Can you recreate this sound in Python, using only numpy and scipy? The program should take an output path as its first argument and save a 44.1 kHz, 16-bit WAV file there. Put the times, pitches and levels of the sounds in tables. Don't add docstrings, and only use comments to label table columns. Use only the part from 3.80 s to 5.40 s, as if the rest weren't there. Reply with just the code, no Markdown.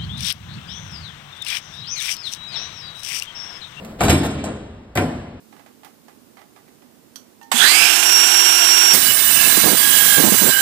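import sys
import numpy as np
from scipy import signal
from scipy.fft import rfft, irfft
from scipy.io import wavfile
from scipy.ndimage import map_coordinates

SR = 44100
rng = np.random.default_rng(int(sys.argv[2]) if len(sys.argv) > 2 else 0)


def master_out(mix):
    frames = np.transpose(np.atleast_2d(mix))
    ceiling = np.clip(frames, -1, 1)
    pcm = np.round(ceiling * 32767).astype(np.int16)
    wavfile.write(sys.argv[1], SR, pcm)


N = 70560
TIME = np.arange(N) / SR
HZ = np.fft.rfftfreq(2 * N, 1 / SR)

# (frequency [Hz], correlation [capped at 1 in use])
NEAR_LIKENESS = [(100, 2.3), (500, 0.96), (1200, 0.9), (2300, 0.16), (4800, 0.54), (5900, 1.75),
                 (7000, 0.76), (8000, 0.88), (10300, 0.996), (14000, 0.43)]
# (frequency [Hz], correlation)
FAR_LIKENESS = [(100, 1), (300, 0.98), (700, 0.49), (2000, 0.53), (4800, 0.14), (5900, 1), (7000, 1),
                (8000, 1), (14000, 1)]


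def amp(db):
    return 10 ** (np.asarray(db) / 20)


def decay(t60, t=TIME):
    return np.exp(-np.log(1000) * t / t60)


def along(points, hz=HZ):
    freqs, values = np.transpose(points)
    return np.interp(np.log(hz + 1), np.log(freqs + 1), values)


def filtered(x, response):
    return irfft(rfft(x, 2 * N) * response, 2 * N)[..., :N]


def causal(gain):
    cepstrum = irfft(np.log(np.maximum(gain, 1e-6)))
    cepstrum[1:N] *= 2
    cepstrum[N + 1:] = 0
    return np.exp(rfft(cepstrum))


def unit_rms(gain):
    return gain / np.sqrt(np.mean(gain ** 2))


def colour(spectrum):
    return unit_rms(amp(along(spectrum)))


def stereo_noise(likeness):
    angle = np.arccos(np.clip(along(likeness), -1, 1)) / 2
    mid, side = filtered(rng.standard_normal((2, N)), np.array([np.cos(angle), np.sin(angle)]))
    return np.array([mid + side, mid - side])


def dying(x, t60s):
    hz, t, bands = signal.stft(x, SR, nperseg=256)
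    bands = bands * decay(along(t60s, hz)[:, None], t)
    return signal.istft(bands, SR, nperseg=256)[1][:, :N]


def wobble(rate):
    return map_coordinates(rng.standard_normal(size=400), [TIME * rate], mode="wrap")


def room_tone():
    # (frequency [Hz], relative density [dB])
    spectrum = [(25, -4), (60, 9.5), (130, -2.5), (250, -7.5), (600, -7.5), (2000, -20), (6000, -34),
                (15000, -52)]
    return amp(-45.5) * filtered(stereo_noise(FAR_LIKENESS), colour(spectrum))


def slide():
    # (time [s], level [dB])
    swell = [(0, -37), (.11, -36.5), (0.181, -43), (0.241, -15.5)]
    # (frequency [Hz], relative density [dB])
    guides = [(24, -38), (40, -28), (216, -8), (355, -18.5), (582, -15), (910, -25), (3830, -37),
              (5700, -44.5), (7310, -44), (15000, -48)]
    times, levels = np.transpose(swell)
    envelope = amp(np.interp(TIME, times, levels, right=-np.inf))
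    return envelope * filtered(stereo_noise(FAR_LIKENESS), colour(guides))


def panel_ripple():
    # (frequency [Hz], spread [dB])
    spread = [(500, 0), (1500, 1.5), (4000, 3), (14000, 4)]
    spacing_hz = 45
    peaks = map_coordinates(rng.standard_normal(size=1000), [HZ / spacing_hz], mode="wrap")
    depth = along(spread)
    return amp(depth * peaks - depth ** 2 * np.log(10) / 20)


def scrape():
    # (frequency [Hz], relative density [dB])
    spectrum = [(200, -30), (520, 16.5), (850, -8), (1300, -28), (5000, -36), (8000, -17), (9500, -20),
                (12000, -50)]
    start_s, rise_s = 0.637, 0.015
    t = np.maximum(TIME - start_s, 0)
    stroke = (1 - np.exp(-t / rise_s)) * decay(t60=0.58, t=t)
    rubbing = filtered(stereo_noise(FAR_LIKENESS), colour(spectrum) * panel_ripple())
    return amp(-30.5) * stroke * rubbing


def chatter(depth_db=3.5):
    return unit_rms(amp(depth_db * wobble(rate=700)))


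def ringing(modes, scatter_db=3):
    out = np.zeros(N)
    for hz, db, t60 in modes:
        wander_hz = 8 * np.sqrt(hz / 1000)
        cycles = hz * TIME + rng.random() + wander_hz * np.cumsum(wobble(3 * wander_hz)) / SR
        out += amp(db + scatter_db * rng.normal()) * decay(t60) * np.sin(2 * np.pi * cycles)
    return out


def fittings():
    # (time [s], level [dB], tilt [dB per octave], relative ring [dB])
    strikes = [(.048, -38.5, 2, -25), (0.2056, -26.5, -4.5, -12), (.234, -20.5, 0, -18),
               (.244, -30, -4, -18), (.256, -33, -2, -7), (.282, -24, -0.5, -26), (.295, -19.5, 2, -10),
               (.302, -18.5, -1, -9), (.328, -28, 3.5, -15), (.438, -34, 0, -12), (0.448, -32.5, 5.5, -16),
               (.461, -31.5, 2.5, -14), (1.154, -28.5, 4.5, -23), (1.160, -37, -9.5, -24),
               (1.174, -22, -5, -26), (1.179, -29.5, -6, -22)]
    # (frequency [Hz], relative density [dB])
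    spectrum = [(100, -45), (300, -22), (1200, -4), (2300, 3.5), (4500, -5), (8000, -5), (13000, -8),
                (16000, -20)]
    # (frequency [Hz], relative level [dB], t60 [s])
    modes = [(2990, -2, .15), (3450, -5, 0.48), (4136, -9, 0.2), (5200, -1.5, 0.38), (6520, 5.5, 0.078),
             (7380, -5, .25), (8120, -10, 0.48), (9300, -6.5, 0.35), (11350, -12, 0.33), (11260, -11, 0.35),
             (12150, -22, .25), (12990, -15, 0.36), (13590, -12, 0.25), (14400, -22, .15)]
    octaves = np.log2(np.maximum(HZ, 100) / 4800)
    out = np.zeros((2, N))
    for time_s, db, tilt_db, ring_db in strikes:
        burst = stereo_noise(NEAR_LIKENESS) * chatter() * decay(t60=0.046)
        tick = filtered(burst, causal(colour(spectrum)))
        strike = filtered(tick, causal(amp(tilt_db * octaves))) + amp(ring_db) * ringing(modes)
        start = round(time_s * SR)
        out[:, start:] += amp(db) * strike[:, :N - start]
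    return out


def clanks(blows, modes, modes_db):
    # (frequency [Hz], relative density [dB])
    panel_spectrum = [(25, -43), (50, -15), (80, -1), (130, -2), (270, -2), (450, -5.5), (700, -1),
                      (1000, -7), (2300, -16), (5000, -22.5), (8000, -19.5), (13000, -25), (16000, -58)]
    # (frequency [Hz], t60 [s])
    panel_t60 = [(80, 0.49), (300, 0.57), (800, 0.17), (2500, 0.23), (8000, 0.17), (15000, 0.086)]
    # (frequency [Hz], gain [dB])
    crack_gain = [(100, -15), (300, -7), (680, 4.5), (1000, -5.5), (1500, -4.5), (2400, -2), (8000, -1.5)]
    # (frequency [Hz], gain [dB])
    hall_gain = [(80, -11.5), (300, -9.5), (800, -11), (2500, -12), (8000, -11), (14000, -19)]
    # (frequency [Hz], t60 [s])
    hall_t60 = [(80, 2.15), (300, 1.5), (1000, 0.98), (3000, 1.31), (8000, 0.6742), (14000, 0.45)]
    band_centres = [90, 260, 800, 2900, 8000, 13000]
    panel = causal(colour(panel_spectrum) * panel_ripple())
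    hall_build = 1 - np.exp(-TIME / 0.016)
    out = np.zeros((2, N))
    for time_s, db, rise_s, crack_db, boom, body, clash, sizzle, glint in blows:
        dense_ring = dying(stereo_noise(NEAR_LIKENESS), panel_t60)
        reverb = dying(stereo_noise(FAR_LIKENESS), hall_t60)
        tail = filtered(reverb, amp(along(hall_gain))) * hall_build
        contact = chatter() * filtered(stereo_noise(NEAR_LIKENESS), amp(along(crack_gain)))
        crack = amp(crack_db) * contact * decay(t60=0.058)
        attack = 1 - np.exp(-TIME / rise_s)
        steel = filtered((crack + dense_ring + tail) * attack, panel)
        steel += amp(modes_db) * ringing(modes) * attack
        tone_db = along(list(zip(band_centres, [boom, body, 0, clash, sizzle, glint])))
        start = round(time_s * SR)
        out[:, start:] += filtered(steel, causal(amp(db + tone_db)))[:, :N - start]
    return out


def landing():
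    # (time [s], level [dB], rise [s], then relative gains:
    # crack [dB], boom [dB], body [dB], clash [dB], sizzle [dB], glint [dB])
    blows = [(.047, -49, 0.00084, 9.5, -24, 7, 7.5, 3, 9), (.188, -42, 0.012, -15, -2, 23.5, 23, 10, -6),
             (.2055, -11.5, 0.0046, 8, -10.5, -11, -1, -6, -8.5),
             (.233, -18.5, 0.0055, -2.5, 14.5, 6.5, 7, 5.5, 10),
             (.282, -17.5, 0.0018, 11, 5, -0.5, 3, -0.5, -30), (.296, -17.5, 0.0032, 5.5, 1.5, 1, 13, 6, 3),
             (.318, -24, 0.0048, -22, 12, 18, 6.5, -19, 4), (.430, -23, 0.0044, -2, -2.5, 2, 3.5, -2.5, 0),
             (.447, -28.5, 0.0021, 11, 4.5, 7.5, 2, -1, 0),
             (.503, -29, 0.00069, -5, -15.5, 9.5, -17, 0.5, -17),
             (.576, -39, 0.016, -1, 15.5, 10.5, 14, 7.5, -17), (.638, -30, 0.009, 14, -17, 2.5, 4, 7, -2),
             (.655, -23, 0.017, -1, -6.5, 0, -0.5, -17, -20)]
    # (frequency [Hz], relative level [dB], t60 [s])
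    gate_modes = [(84.2, -2.5, 0.52), (141, -14, 1), (215.1, -3.5, 0.67), (273.6, -3, 0.34),
                  (322.5, -7.5, 0.46), (415, -13.5, 0.99), (621.6, -5, 0.23), (649, -12, 0.4),
                  (758.6, -6.5, 0.18), (895, -15, 0.13), (1043, -9.5, 0.32), (1400, -15, 0.45),
                  (2340, -10.5, 0.34), (3650, -25, 0.36)]
    return clanks(blows, gate_modes, modes_db=-5.5)


def closing():
    # (time [s], level [dB], rise [s], then relative gains:
    # crack [dB], boom [dB], body [dB], clash [dB], sizzle [dB], glint [dB])
    blows = [(1.1545, -22.5, 0.0028, -5, 0, 6, 2.5, 0, 8), (1.172, -14, 0.0034, 8.5, 0, -1, 1, -10, -3),
             (1.203, -28, 0.012, 10, 10.5, 10, -6, 3, -6), (1.343, -43, 0.0018, 3, 21.5, 10, -7, -19, -16)]
    # (frequency [Hz], relative level [dB], t60 [s])
    frame_modes = [(99.5, -1.5, 0.31), (162.1, -6, 0.65), (239.7, -6, 1.24), (347, -11, 0.57),
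                   (411, -1.5, 0.25), (560, -4, 0.52), (655.3, -4, 0.28), (727, -1.5, 0.29),
                   (1016, -11, 0.43), (1400, -10, 0.34), (1543, -1, 0.2), (2014, -16, 0.34),
                   (2373, -2.5, 0.22), (2600, -29, 0.35)]
    return clanks(blows, frame_modes, modes_db=-7.5)


def scene():
    return slide() + landing() + fittings() + scrape() + closing() + room_tone()


def record(dry):
    # (frequency [Hz], left over right [dB])
    balance = [(100, -1), (300, 1.2), (600, 2.5), (1100, 4), (2300, -2), (4500, -0.5), (9000, 0)]
    # (frequency [Hz], lead of the left [s])
    left_lead = [(100, -.00013), (1100, -.0001), (1750, 0), (2500, .0002), (3500, .0002), (4300, .000255),
                 (6000, .000248), (16000, .000242)]
    sides = np.array([[0.5], [-0.5]])
    gain = amp(sides * along(balance))
    phase = np.exp(2j * np.pi * HZ * sides * along(left_lead))
    return filtered(dry, gain * phase * (HZ < 16000))


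dry = scene()
out = record(dry)
master_out(out)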